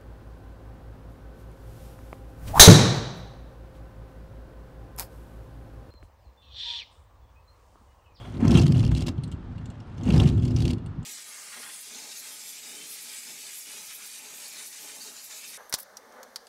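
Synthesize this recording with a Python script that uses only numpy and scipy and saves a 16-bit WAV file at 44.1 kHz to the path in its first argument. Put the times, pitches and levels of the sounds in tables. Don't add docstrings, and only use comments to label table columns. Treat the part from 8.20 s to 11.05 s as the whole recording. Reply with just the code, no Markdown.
import sys
import numpy as np
from scipy import signal
from scipy.fft import rfft, irfft, next_fast_len
from scipy.io import wavfile
from scipy.ndimage import map_coordinates

SR = 44100
rng = np.random.default_rng(int(sys.argv[2]) if len(sys.argv) > 2 else 0)


def file_out(sig):
    cols = np.atleast_2d(sig).T
    lim = np.clip(cols, -1, 1)
    pcm = np.round(lim * 32767).astype(np.int16)
    wavfile.write(sys.argv[1], SR, pcm)


N = 125685

# time in seconds, level in dB.
RUMBLE_LEVEL = [(0, -43), (.95, -38), (1.48, -37.5), (1.67, -43.5), (1.85, -34), (2.85, -36.5)]
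# frequency in Hz, relative level in dB.
RUMBLE_COLOUR = [(15, -42), (35, 0), (70, -1.5), (110, 3), (160, -5.5), (210, -9), (250, -10), (320, -18.5),
                 (450, -24), (900, -74)]
# frequency in Hz, relative level in dB.
AIR_COLOUR = [(100, 8), (400, -3), (900, 0.5), (1400, -2.5), (2200, -14), (3200, -15), (5000, -23.5),
              (8000, -34.5), (12000, -49), (15000, -68)]
# frequency in Hz, relative level in dB.
WET_COLOUR = [(2000, 3), (4000, -0.5), (9000, -8.5), (13000, -17), (15500, -19)]
# frequency in Hz, relative level in dB, time to fall 60 dB in seconds.
GLASS_MODES = [(65.4, -4, 0.13), (102.5, 1.5, 0.15), (116.8, -2.5, 0.29), (155.6, 0.5, 0.13),
               (195.6, -5, 0.14), (247, -5.5, 0.19), (295.7, -8, 0.15), (336.3, -9, 0.11),
               (406.5, -11, 0.079), (473, -17, 0.062)]
# start in seconds, level in dB.
LINKAGE_KNOCKS = [(1.039, -32.5), (1.067, -32.5), (1.136, -30), (1.295, -29), (1.362, -29.5), (1.413, -39),
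                  (1.479, -30.5), (1.592, -37), (1.783, -30.5), (2.658, -32.5), (2.778, -28.5)]
# frequency in Hz, relative level in dB, time to fall 60 dB in seconds.
ARM_MODES = [(2856, -13, 0.074), (3380, -14.5, 0.029), (3620, -18, 0.056), (4000, -17, 0.049),
             (4330, -18, 0.086)]
# start in seconds, level in dB before TICK_DB, centre of the pitch in Hz.
TICK_EVENTS = [(0.979, -43, 3250), (1.036, -33.5, 8670), (1.0383, -34, 4240), (1.0775, -44, 8100),
               (1.116, -37, 7800), (1.123, -34.5, 3060), (1.381, -40.5, 2840), (1.457, -37.5, 7100),
               (1.5015, -40, 7400), (1.602, -41.5, 5530), (1.78, -40, 6200), (1.834, -33, 6500),
               (2.582, -41.5, 3420), (2.6612, -38.5, 8330), (2.829, -43.5, 7500)]
# start in seconds, level in dB.
FRAME_CLACKS = [(.386, -30), (.56, -38), (.629, -39), (.717, -34), (.882, -34), (1.903, -33), (2.013, -36)]
# start in seconds, length in seconds, level in dB, centre of the
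# pitch in Hz, share of tone from 0 to 1.
RUBBER_SQUEAKS = [(.3525, 0.0041, -28, 2900, 1), (.373, 0.016, -33, 2970, 0.85),
                  (1.9035, 0.0037, -32, 2890, 0.82), (1.978, 0.0027, -35, 5090, 0.4),
                  (1.9995, 0.003, -26, 3030, 0.81), (2.3626, 0.005, -37, 5640, 0.56)]
# start in seconds, length in seconds, level in dB.
EDGE_CATCHES = [(.279, .003, -32.5), (.307, 0.0047, -34.5), (.316, 0.0019, -30), (.328, .002, -42),
                (.414, 0.011, -37.5), (.466, 0.00096, -30), (.479, 0.0026, -36.5), (.5213, 0.0028, -34.5),
                (.594, 0.0029, -38), (.6285, 0.0018, -42.5), (.649, 0.0029, -37.5), (.664, .003, -43.5),
                (.677, 0.0025, -43), (.7155, 0.0031, -43.5), (.750, 0.0013, -34.5), (.773, 0.0098, -40.5),
                (.806, 0.0038, -39.5), (.8215, 0.0038, -37), (.865, 0.0091, -36.5), (.882, 0.0085, -35),
                (1.923, 0.0025, -40), (1.962, 0.0031, -35), (2.074, 0.0057, -40), (2.089, 0.0024, -36.5),
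                (2.251, 0.0044, -43), (2.278, 0.0057, -47), (2.386, 0.0017, -41), (2.403, .004, -36.5),
                (2.4205, 0.0047, -36), (2.452, 0.0052, -34.5), (2.479, 0.0027, -33.5), (2.505, 0.0087, -38),
                (2.5327, 0.0033, -40.5)]
# time in seconds, level in dB.
CRACKLE_LEVEL = [(0, -69), (.2, -56), (.28, -45), (.385, -31.5), (.45, -43), (.5, -50.5), (.59, -46.5),
                 (.69, -58.5), (.78, -45.5), (.85, -56.5), (.94, -77), (1.72, -71), (1.86, -51),
                 (1.99, -39.5), (2.08, -44.5), (2.17, -56), (2.25, -53), (2.35, -54), (2.39, -48),
                 (2.5, -47.5), (2.57, -90)]
# frequency in Hz, relative level in dB.
EDGE_COLOUR = [(500, 8.5), (1500, -12), (2200, -1.5), (2900, 5.5), (3500, 2.5), (5200, -0.5), (7000, -3.5),
               (9000, -6.5), (11000, -14), (12500, -17), (14500, -27), (15700, -50)]
# time in seconds, level in dB.
RUB_LEVEL = [(0, -51), (.18, -49.5), (.24, -34.5), (.37, -32.5), (.48, -43), (.73, -51.5), (.9, -52.5),
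             (.97, -63), (1.75, -56.5), (1.87, -42.5), (1.98, -34), (2.06, -40), (2.2, -58), (2.48, -46.5),
             (2.6, -65)]
# frequency in Hz, relative level in dB.
RUB_COLOUR = [(100, -58), (250, -1), (400, -2.5), (600, -0.5), (1000, -9), (1600, -15.5), (2500, -19.5),
              (5000, -61)]
# time in seconds, level in dB before JUDDER_DB.
JUDDER_LEVEL = [(0, -55), (.13, -39.5), (.25, -23), (.37, -16), (.47, -25), (.75, -29.5), (.88, -29),
                (.97, -40.5), (1.72, -58), (1.84, -30.5), (1.98, -18), (2.2, -29), (2.53, -26.5),
                (2.64, -47.5)]
# start in seconds, length in seconds, level in dB before
# FLUTTER_SHAKE_DB, start pitch in Hz, end pitch in Hz; both pitches before FLUTTER_WAVER.
FLUTTER_EVENTS = [(0.401, .066, -13.5, 106.6, 161), (.48, 0.039, -13.5, 142, 137.6),
                  (0.52, 0.066, -14.5, 118.6, 119.3), (0.588, 0.041, -13, 122, 107),
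                  (2.151, 0.055, -16, 126.3, 99.6), (2.365, 0.08, -22, 117.2, 111)]
# start in seconds, level in dB before the part's own level, bounce in Hz.
SLAP_EVENTS = [(.225, -10, 236), (.247, -11, 242), (0.273, -9, 139), (0.295, -12.5, 192),
               (.318, -10.5, 230), (.351, -7, 160), (.373, -11, 124), (0.632, -15.5, 103),
               (0.655, -11, 107), (.69, -12.5, 105), (.721, -10.5, 117), (.740, -12.5, 112),
               (.829, -18.5, 111), (0.896, -23, 252), (0.985, -16.5, 134), (1.867, -18.5, 234),
               (1.886, -11.5, 197), (1.917, -16, 175), (1.939, -11, 153), (1.973, -7.5, 147),
               (1.999, -12.5, 117), (2.019, -11, 129), (2.057, -6.5, 145), (2.085, -15, 114),
               (2.112, -15.5, 110), (2.212, -17, 105), (2.236, -13, 115), (2.269, -17, 119),
               (2.305, -14, 112), (2.349, -11.5, 112), (2.445, -13.5, 114), (2.571, -20, 122)]

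AIR_DB = -52.5
OPENING_HISS_DB, OPENING_HISS_S = -58.5, 0.21
WHISTLE_HZ, WHISTLE_DB, WHISTLE_S, WHISTLE_WAVER = 3310, -53, 0.13, 0.045
KNOCK_T60 = 0.3
TICK_DB, TICK_CRACK_DB, TICK_COLOUR_DB, TICK_T60, TICK_WAVER = -7.5, -6.5, -5, 0.037, 0.08
CLACK_T60 = 0.065
SQUEAK_FALL_S, SQUEAK_WAVER = 0.0018, 0.101
CATCH_HZ, CATCH_OCTAVES, CATCH_RING_DB = 4690, 0.2, -6
CHIRPS_PER_S, CHIRP_HZ, CHIRP_OCTAVES, CHIRP_SPREAD_DB = 800, 5596, 0.788, 5.5
CHIRP_CYCLES, CHIRP_RISE = 2.5, 0.0071
GRAINS_PER_S, GRAIN_SPREAD_DB, GRAIN_T60 = 380, 2, 0.0068
SNAP_DB, HISS_DB, CLUMP_DB = 1, -5, 3
SLIPS_PER_S, SLIP_SCATTER, SLIP_SPREAD_DB = 70, 0.356, 0.5
JUDDER_DB = 1
FLUTTER_EDGE_S, FLUTTER_WAVER, FLUTTER_SHAKE_DB = 0.0061, 0.086, 1.5
SECOND_BEND_RATIO, SECOND_BEND_DB, OCTAVE_DB = 1.36, -10, -21
SLAP_RISE_S, SLAP_POWER, SLAP_DB, SLAP_BOOM_DB = 0.0041, 1.01, -0.5, -20
THUD_HZ, THUD_DB, THUD_T60 = 66, -17, 0.43
ECHO_DB, ECHO_T60 = -11, 0.11
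LOW_CUT_HZ, TOP_HZ = 29, 15700


def amp(db):
    return 10 ** (np.asarray(db) / 20)


def unit(x):
    return x / np.sqrt(np.mean(x ** 2) + 1e-20)


def seconds(count):
    return np.arange(count) / SR


def level(rows):
    return amp(np.interp(seconds(N), *np.transpose(rows)))


def wobble(rate, count=N):
    return map_coordinates(rng.standard_normal(8192), [seconds(count) * rate], mode="wrap")


def coloured(x, points):
    m = next_fast_len(N + 8192)
    hz, db = np.transpose(points)
    log_hz = np.log(np.fft.rfftfreq(m, 1 / SR) + 1)
    gain = amp(np.interp(log_hz, np.log(hz), db))
    return unit(irfft(rfft(x, m) * gain, m)[:N])


def noise(points):
    return coloured(rng.standard_normal(N), points)


def add(track, s, sound):
    part = track[max(round(s * SR), 0):][:len(sound)]
    part += sound[:len(part)]


def ring(modes, spread_db=2.0):
    t = seconds(SR // 4)
    out = np.zeros(len(t))
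    for k, (hz, db, t60) in enumerate(modes):
        fade = amp(db + spread_db * rng.normal() - 60 * t / t60)
        out += (-1) ** k * fade * np.sin(2 * np.pi * hz * t)
    return out


def burst(t, length):
    return np.minimum(t / 0.00021, 1) * np.exp(-np.maximum(t - length, 0) / SQUEAK_FALL_S)


def quaver(hz, count):
    pitch = hz * (1 + SQUEAK_WAVER * wobble(726, count=count))
    return unit(np.sin(2 * np.pi * np.cumsum(pitch) / SR))


def background():
    rumble = noise(RUMBLE_COLOUR) * level(RUMBLE_LEVEL)
    air = amp(AIR_DB) * noise(AIR_COLOUR)
    glide = amp(OPENING_HISS_DB) * noise(WET_COLOUR) * np.exp(-(seconds(N) / OPENING_HISS_S) ** 2)
    return rumble + air + glide


def whistle():
    pitch = WHISTLE_HZ * (1 + WHISTLE_WAVER * wobble(1420))
    tone = np.sin(2 * np.pi * np.cumsum(pitch) / SR)
    return amp(WHISTLE_DB) * tone * np.clip(1 - seconds(N) / WHISTLE_S, 0, 1)


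def knocks():
    out, t = np.zeros(N), seconds(SR // 4)
    for s, db in LINKAGE_KNOCKS:
        add(out, s, amp(db - 60 * t / KNOCK_T60) * ring(GLASS_MODES[:6], spread_db=3))
    return out


def ticks():
    out, t = np.zeros(N), seconds(SR // 4)
    crack = noise(EDGE_COLOUR)
    for s, db, hz in TICK_EVENTS:
        pitch = hz * (1 + TICK_WAVER * wobble(2530, count=len(t)))
        colour = amp(TICK_COLOUR_DB) * np.sin(2 * np.pi * np.cumsum(pitch) / SR)
        contact = amp(TICK_CRACK_DB) * np.roll(crack, rng.integers(N))[:len(t)] + colour
        tick = ring(ARM_MODES, spread_db=3.5) + amp(-60 * t / TICK_T60) * contact
        add(out, s, amp(db + TICK_DB) * tick)
    return out


def clacks():
    out, t = np.zeros(N), seconds(SR // 20)
    frame = noise(RUB_COLOUR)
    for k, (s, db) in enumerate(FRAME_CLACKS):
        add(out, s, amp(db - 60 * t / CLACK_T60) * frame[k * len(t):][:len(t)])
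    return out


def squeaks():
    out, t = np.zeros(N), seconds(SR // 20)
    scratch = noise(EDGE_COLOUR)
    for k, (s, length, db, hz, tonal) in enumerate(RUBBER_SQUEAKS):
        tone = np.sqrt(tonal) * quaver(hz, len(t))
        rough = np.sqrt(1 - tonal) * scratch[k * len(t):][:len(t)]
        add(out, s, amp(db) * burst(t, length) * (tone + rough))
    return out


def catches():
    out, t = np.zeros(N), seconds(SR // 20)
    scratch = noise(EDGE_COLOUR)
    for k, (s, length, db) in enumerate(EDGE_CATCHES):
        hz = CATCH_HZ * 2 ** (CATCH_OCTAVES * rng.normal())
        colour = amp(CATCH_RING_DB) * quaver(hz, len(t))
        add(out, s, amp(db) * burst(t, length) * unit(scratch[k * len(t):][:len(t)] + colour))
    return out


def chirps():
    t = seconds(SR // 150)
    when, pitch, size = rng.random((4000, 3))[:int(CHIRPS_PER_S * N / SR)].T[:, :, None]
    octaves = CHIRP_OCTAVES * np.log(pitch / (1 - pitch)) / 2
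    cycles = np.minimum(CHIRP_HZ * 2 ** octaves, SR / 3) * t
    u = cycles / CHIRP_CYCLES
    strength = amp(-CHIRP_SPREAD_DB * np.log(size + 0.097))
    grains = strength * u * np.exp(-u) * np.sin(2 * np.pi * cycles * (1 + CHIRP_RISE * u))
    at = (when * N).astype(int) + np.arange(len(t))
    return np.bincount(at.ravel(), grains.ravel(), minlength=N)[:N]


def edge(count=6):
    t = seconds(SR // 50)
    snaps = np.zeros(N)
    for _ in range(count):
        hits = rng.random(N) < GRAINS_PER_S / SR / count
        strength = amp(GRAIN_SPREAD_DB * np.minimum(rng.exponential(size=N), 4))
        snap = rng.standard_normal(len(t)) * amp(-60 * t / GRAIN_T60)
        snaps += signal.fftconvolve(hits * strength, snap)[:N]
    clumps = amp(CLUMP_DB * wobble(110))
    grains = coloured(chirps(), EDGE_COLOUR) + amp(SNAP_DB) * coloured(snaps, EDGE_COLOUR)
    crackle = unit(clumps * (grains + amp(HISS_DB) * noise(EDGE_COLOUR)))
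    rub = unit(clumps * noise(RUB_COLOUR))
    return crackle * level(CRACKLE_LEVEL) + rub * level(RUB_LEVEL)


def judder():
    out = np.zeros(N)
    for k, (late, size) in enumerate(rng.standard_normal((300, 2))):
        s = (k + SLIP_SCATTER * late) / SLIPS_PER_S
        if s < N / SR:
            add(out, s, np.sign(size) * amp(SLIP_SPREAD_DB * size) * np.ones(1))
    boom = signal.fftconvolve(out, ring(GLASS_MODES, spread_db=3))[:N]
    return unit(boom) * level(JUDDER_LEVEL) * amp(JUDDER_DB)


def flutters():
    out, t = np.zeros(N), seconds(SR // 4)
    for s, length, db, start_hz, end_hz in FLUTTER_EVENTS:
        slide = np.interp(t, [0, length], [start_hz, end_hz])
        hz = slide * (1 + FLUTTER_WAVER * wobble(104, count=len(t)))
        phase = 2 * np.pi * np.cumsum(hz) / SR
        gate = np.clip(np.minimum(t, length - t) / FLUTTER_EDGE_S, 0, 1)
        shake = amp(db + FLUTTER_SHAKE_DB * wobble(116, count=len(t)))
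        second_bend = amp(SECOND_BEND_DB) * np.sin(SECOND_BEND_RATIO * phase)
        octave = amp(OCTAVE_DB) * np.sin(2 * phase)
        add(out, s, gate * shake * (np.sin(phase) + second_bend + octave))
    return out


def slaps():
    out, t = np.zeros(N), seconds(SR // 4)
    u = t / SLAP_RISE_S
    for s, db, hz in SLAP_EVENTS:
        bounce = (u * np.exp(1 - u)) ** SLAP_POWER * np.sin(2 * np.pi * hz * t)
        thud = ring([(THUD_HZ, THUD_DB, THUD_T60)])
        boom = amp(SLAP_BOOM_DB) * ring(GLASS_MODES)
        add(out, s, amp(db) * (amp(SLAP_DB) * bounce + thud + boom))
    return out


def scene():
    t = seconds(SR // 4)
    bright = whistle() + ticks() + clacks() + squeaks() + catches() + edge()
    tail = rng.standard_normal(len(t)) * amp(-60 * t / ECHO_T60)
    echo = signal.fftconvolve(bright, tail / np.linalg.norm(tail))[:N]
    low = background() + knocks() + judder() + flutters() + slaps()
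    return (bright + amp(ECHO_DB) * echo + low)[None]


def record(dry):
    m = next_fast_len(N + 8192)
    hz = np.fft.rfftfreq(m, 1 / SR)
    faded = dry * np.minimum(seconds(N)[::-1] / 0.0026, 1)
    low_cut = hz ** 4 / (hz ** 4 + LOW_CUT_HZ ** 4)
    return irfft(rfft(faded, m) * low_cut * (hz < TOP_HZ), m)[:, :N]


dry = scene()
out = record(dry)
file_out(out)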